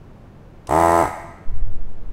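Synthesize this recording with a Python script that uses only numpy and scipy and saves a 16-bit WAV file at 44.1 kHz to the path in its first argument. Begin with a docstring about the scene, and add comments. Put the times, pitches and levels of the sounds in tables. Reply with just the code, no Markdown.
"""A desoldering gun in a bare room

The trigger clicks and a pump spins up to a hard buzz for a third of a second. It works by flexing
a diaphragm, a bendy disc: each stroke thumps the housing, slaps a valve and spits air.
The motor coasts to a stop, the room rings on, and a soft low thud buffets the microphone.
Dull room noise and a faint hum lie underneath."""
import sys
import numpy as np
from scipy import signal
from scipy.fft import rfft, irfft
from scipy.io import wavfile

SR = 44100
rng = np.random.default_rng(int(sys.argv[2]) if len(sys.argv) > 2 else 0)


def bounce(signal):
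    """Save signal as a 16-bit WAV file at the path given by the first command-line argument."""
    frames = np.transpose(np.atleast_2d(signal))
    limited = np.clip(frames, -1, 1)
    pcm = np.round(limited * 32767).astype(np.int16)
    wavfile.write(sys.argv[1], SR, pcm)


N = 93624
TIME = np.arange(N) / SR
TRIGGER_S, FIRST_STROKE_S, RELEASE_S = .6715, .6944, 1.0162   # the motor's power goes off at release


def pump():
    """Each turn of the motor shakes the gun, knocks inside it and pushes air out."""
    turns, force, strokes = motor()
    build_s, jitter_s = .03, .00004
    # The diaphragm takes up its load over the first few strokes.
    load = 1 - np.exp(-(np.maximum(TIME - TRIGGER_S, 0) / build_s) ** 2)
    strokes = strokes + jitter_s * rng.standard_normal(len(strokes))
    body = shake(turns, force, load) - knocks(strokes, force, load)
    return body + air(strokes, force, load) + whirr(force)


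def motor():
    """The motor speeds up, then friction brakes it. Gives turns made, force and stroke times."""
    first_hz, full_hz, spin_up_s, brake_hz_per_s = 53.04, 84.79, .0329, 776
    vacuum_db_per_s, coast_db_per_s = .5, 80
    coasting = np.maximum(TIME - RELEASE_S, 0)
    speed = full_hz - (full_hz - first_hz) * np.exp((FIRST_STROKE_S - TIME) / spin_up_s)
    speed = np.maximum(speed - brake_hz_per_s * coasting, 0) * (TIME > TRIGGER_S)
    turns = np.cumsum(speed) / SR
    turns -= np.interp(FIRST_STROKE_S, TIME, turns)
    # Strokes soften a little as the vacuum builds, and quickly once the power is off.
    sag = from_db(vacuum_db_per_s * (RELEASE_S - TIME) - coast_db_per_s * coasting)
    force = (speed / full_hz) ** .79 * sag
    strokes = np.interp(np.arange(int(turns[-1]) + 1), turns, TIME)
    return turns, force, strokes


def knocks(strokes, force, load):
    """The diaphragm thumps the housing; the valve slaps its chamber, bounces and slaps again."""
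    # The housing's ringing tones. Each row: pitch in Hz, width in Hz, level in dB.
    housing_tones = [(316.7, 71.4, -12), (430, 57, -26), (593, 53, -27.5), (679.5, 87, -6.5),
                     (880.4, 21.6, -17.5)]
    # The valve chamber's ringing tones. Each row: pitch in Hz, width in Hz, level in dB.
    chamber_tones = [(877, 109, -10.5), (1030, 161, -9), (1283, 77, -17.5), (1553, 102, -28),
                     (1902, 91, -24)]
    thump_lead_s, slap_lead_s, bounce_lag_s = .003062, .001853, .003115
    blows = np.interp(strokes, TIME, force * load)
    thumps = strike(housing_tones, strokes - thump_lead_s, blows)
    slaps = strike(chamber_tones, strokes - slap_lead_s, blows)
    bounces = strike(chamber_tones, strokes + bounce_lag_s, blows * from_db(-8))
    soft_contact = signal.butter(2, 2720, fs=SR, output="sos")   # soft blows have less treble
    low_notch = signal.iirnotch(243.4, Q=8.5, fs=SR)   # thins the knocks' low hum near 243 Hz
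    return signal.lfilter(*low_notch, signal.sosfilt(soft_contact, thumps + slaps + bounces))


def shake(turns, force, load):
    """The crank that drives the diaphragm rocks the gun, once and twice per turn."""
    once = from_db(-27) * np.sin(2 * np.pi * turns)
    twice = from_db(-25.5) * np.sin(4 * np.pi * turns)
    return np.sqrt(load) * force * (once + twice)


def air(strokes, force, load):
    """Air spits through the valves, hisses between spits and whistles on its way in."""
    # The rush of air. Each row: frequency in Hz, relative strength in dB.
    air_colour = [(500, 18.5), (1000, 17), (1500, 6), (2050, 5), (2600, -0.5), (3300, -1.5), (5400, -4),
                  (6300, 1.5), (7100, -5.5), (7900, 7.5), (8550, 0.5), (9200, -2), (11500, -3),
                  (13500, -9.5), (14800, -7), (15500, -6)]
    spit_lag_s, whistle_lead_s, coast_db_per_s = .0012, .00048, 105
    fade = from_db(-coast_db_per_s * np.maximum(strokes - RELEASE_S, 0))
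    flow = np.interp(strokes, TIME, force) ** .15 * fade
    rush = noise(air_colour)
    spits = from_db(-29) * puffs(strokes + spit_lag_s, flow, width_s=.0011)
    leak = from_db(-35.5) * force * load
    intake = from_db(-38) * puffs(strokes - whistle_lead_s, flow, width_s=.0014)
    whistle = rms_one(ring(rng.standard_normal(N), hz=8080, width_hz=600))
    return rush * (spits + leak) + intake * whistle


def whirr(force):
    """The motor and crank rub as they turn."""
    # The rubbing noise. Each row: frequency in Hz, relative strength in dB.
    rub_colour = [(450, -3), (650, -9), (1000, 1), (1400, -17), (2200, -27)]
    return from_db(-38.5) * force * noise(rub_colour)


def trigger():
    """The switch closes with a short, bright tick."""
    # The tick's noise. Each row: frequency in Hz, relative strength in dB.
    tick_colour = [(1500, -6), (2800, 7.5), (6500, 7.5), (9000, 6), (15500, -21)]
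    age, decay_s = TIME - TRIGGER_S, .0038
    return from_db(-35) * noise(tick_colour) * (age > 0) * np.exp(-np.abs(age) / decay_s)


def thud():
    """A soft buffet on the microphone: a slow swell of pressure with a rumble on top."""
    # The rumble's noise. Each row: frequency in Hz, relative strength in dB.
    rumble_colour = [(14, -5), (20, -3), (32, -2.5), (58, -20.5), (90, -17.5), (125, -44), (300, -70.5)]
    start_s, rise_s = 1.44, .079
    swell_hz, swell_hold_s, swell_db_per_s = 5.8, .29, 35.5
    rumble_hold_s, rumble_db_per_s = .21, 66
    age = TIME - start_s
    rise = np.sin(np.pi / 2 * np.clip(age / rise_s, 0, 1)) ** 2
    swell_drop_db = swell_db_per_s * np.maximum(age - swell_hold_s, 0)
    swell = from_db(-9 - swell_drop_db) * np.sin(2 * np.pi * swell_hz * age)
    rumble_drop_db = np.clip(rumble_db_per_s * (age - rumble_hold_s), 0, 12)   # falls, then lingers
    rumble = from_db(-21 - rumble_drop_db) * noise(rumble_colour)
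    return rise * (swell + rumble)


def room(sound):
    """Echoes blur into a tail, each band fading at its own rate, and a few room tones ring on."""
    # The strength of the echoes. Each row: frequency in Hz, level in dB.
    echo_levels = [(100, -10), (250, -7.5), (340, -15.5), (500, -13.5), (700, -6), (1020, -11.5),
                   (1300, -4.5), (1850, -0.5), (2170, 3), (2600, -6.5), (8000, -4), (15000, -7)]
    # How long they last. Each row: frequency in Hz, seconds to fade by 60 dB.
    fade_times = [(100, 1.03), (700, 0.82), (2000, 1.09), (5000, 0.99), (8000, 0.73), (14000, 0.63)]
    # Waves that stand between the walls. Each row: pitch in Hz, width in Hz, level in dB.
    room_tones = [(678, 2.4, -15), (1017, 2.4, -10), (2120, 2.4, -2), (2205, 2.4, -2)]
    delay_s = .0069
    edges = 60 * 2 ** (np.arange(25) / 3)   # three bands to an octave
    white, tail = rng.standard_normal((2, N)), 0
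    for k, (low, high) in enumerate(zip(edges, edges[1:])):
        hz = np.sqrt(low * high)
        band = signal.sosfilt(signal.butter(2, [low, high], "band", fs=SR, output="sos"), white[k % 2])
        band *= from_db(-60 * TIME / at_hz(fade_times, hz)) * (TIME > delay_s)
        band *= np.sqrt(2 * (high - low) / SR / np.sum(band ** 2))   # energy in step with band width
        tail = tail + from_db(at_hz(echo_levels, hz)) * band
    standing = sum(from_db(db) * 2 * np.pi * width / SR * ring(sound, hz, width)
                   for hz, width, db in room_tones)
    return signal.fftconvolve(sound, tail)[:N] + standing


def ambience():
    """Dull room noise with a faint hum."""
    # The room's steady noise. Each row: frequency in Hz, relative strength in dB.
    room_colour = [(25, 5.5), (44, -7), (101, -8), (170, -9), (250, -11.5), (500, -17.5), (1170, -26.5),
                   (2500, -37.5), (5000, -48), (6400, -49.5), (8500, -54.5), (15500, -58)]
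    # The tones of the hum. Each row: pitch in Hz, level in dB.
    hum_tones = [(101, -52), (144, -54.5), (199, -60)]
    hum = sum(from_db(db) * np.sqrt(2) * np.sin(2 * np.pi * (hz * TIME + rng.random()))
              for hz, db in hum_tones)
    return from_db(-43) * noise(room_colour) + hum


def strike(tones, times, gains):
    """Blows on a body set all its tones ringing; every second tone starts the opposite way."""
    samples, sound = np.round(times * SR).astype(int), 0
    for k, (hz, width, db) in enumerate(tones):
        heights = gains * from_db(db - .02 * rng.standard_normal(len(times)))
        clicks = np.bincount(samples, heights, N)[:N]
        sound = sound + (-1) ** k * ring(clicks, hz, width)
    return sound


def ring(sound, hz, width_hz):
    """Ring at one pitch when pushed by a sound: the smaller the width, the longer it lasts."""
    decay, cosine = np.exp(-np.pi * width_hz / SR), np.cos(2 * np.pi * hz / SR)
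    return signal.lfilter([1, -decay * cosine], [1, -2 * decay * cosine, decay * decay], sound + 1e-18)


def puffs(times, gains, width_s):
    """A smooth opening and closing at each time, uneven in strength."""
    gains = gains * from_db(2.5 * rng.standard_normal(len(times)))
    return sum(gain * np.exp(-.5 * ((TIME - at) / width_s) ** 2) for at, gain in zip(times, gains))


def noise(colour):
    """Noise at level 1. The colour table sets its mix of low and high; it falls off past the ends."""
    hz = np.arange(N // 2 + 1) * SR / N
    ends = np.minimum(hz / colour[0][0], 1) ** 2 / np.maximum(hz / colour[-1][0], 1) ** 2
    white = rfft(rng.standard_normal(N))
    return rms_one(irfft(white * from_db(at_hz(colour, hz)) * ends, N))


def at_hz(table, hz):
    """Read between a table's rows, giving each octave equal room."""
    frequencies, values = np.transpose(table)
    return np.interp(np.log(np.maximum(hz, 1)), np.log(frequencies), values)


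def rms_one(sound):
    """Scale a sound so that its average level (root mean square) is 1."""
    return sound / np.sqrt(np.mean(sound ** 2) + 1e-20)


def from_db(db):
    """Turn decibels into a number to multiply by."""
    return 10 ** (np.asarray(db) / 20)


def scene():
    """The gun close to the microphone, the room around it and the late thud, in one channel."""
    gun = pump() + trigger()
    return (gun + room(gun) + ambience() + thud())[None]


def record(dry):
    """Cut the very highest treble steeply."""
    cutoff_hz = 15720
    return signal.sosfilt(signal.ellip(12, .1, 80, cutoff_hz, fs=SR, output="sos"), dry)


dry = scene()
out = record(dry)
bounce(out)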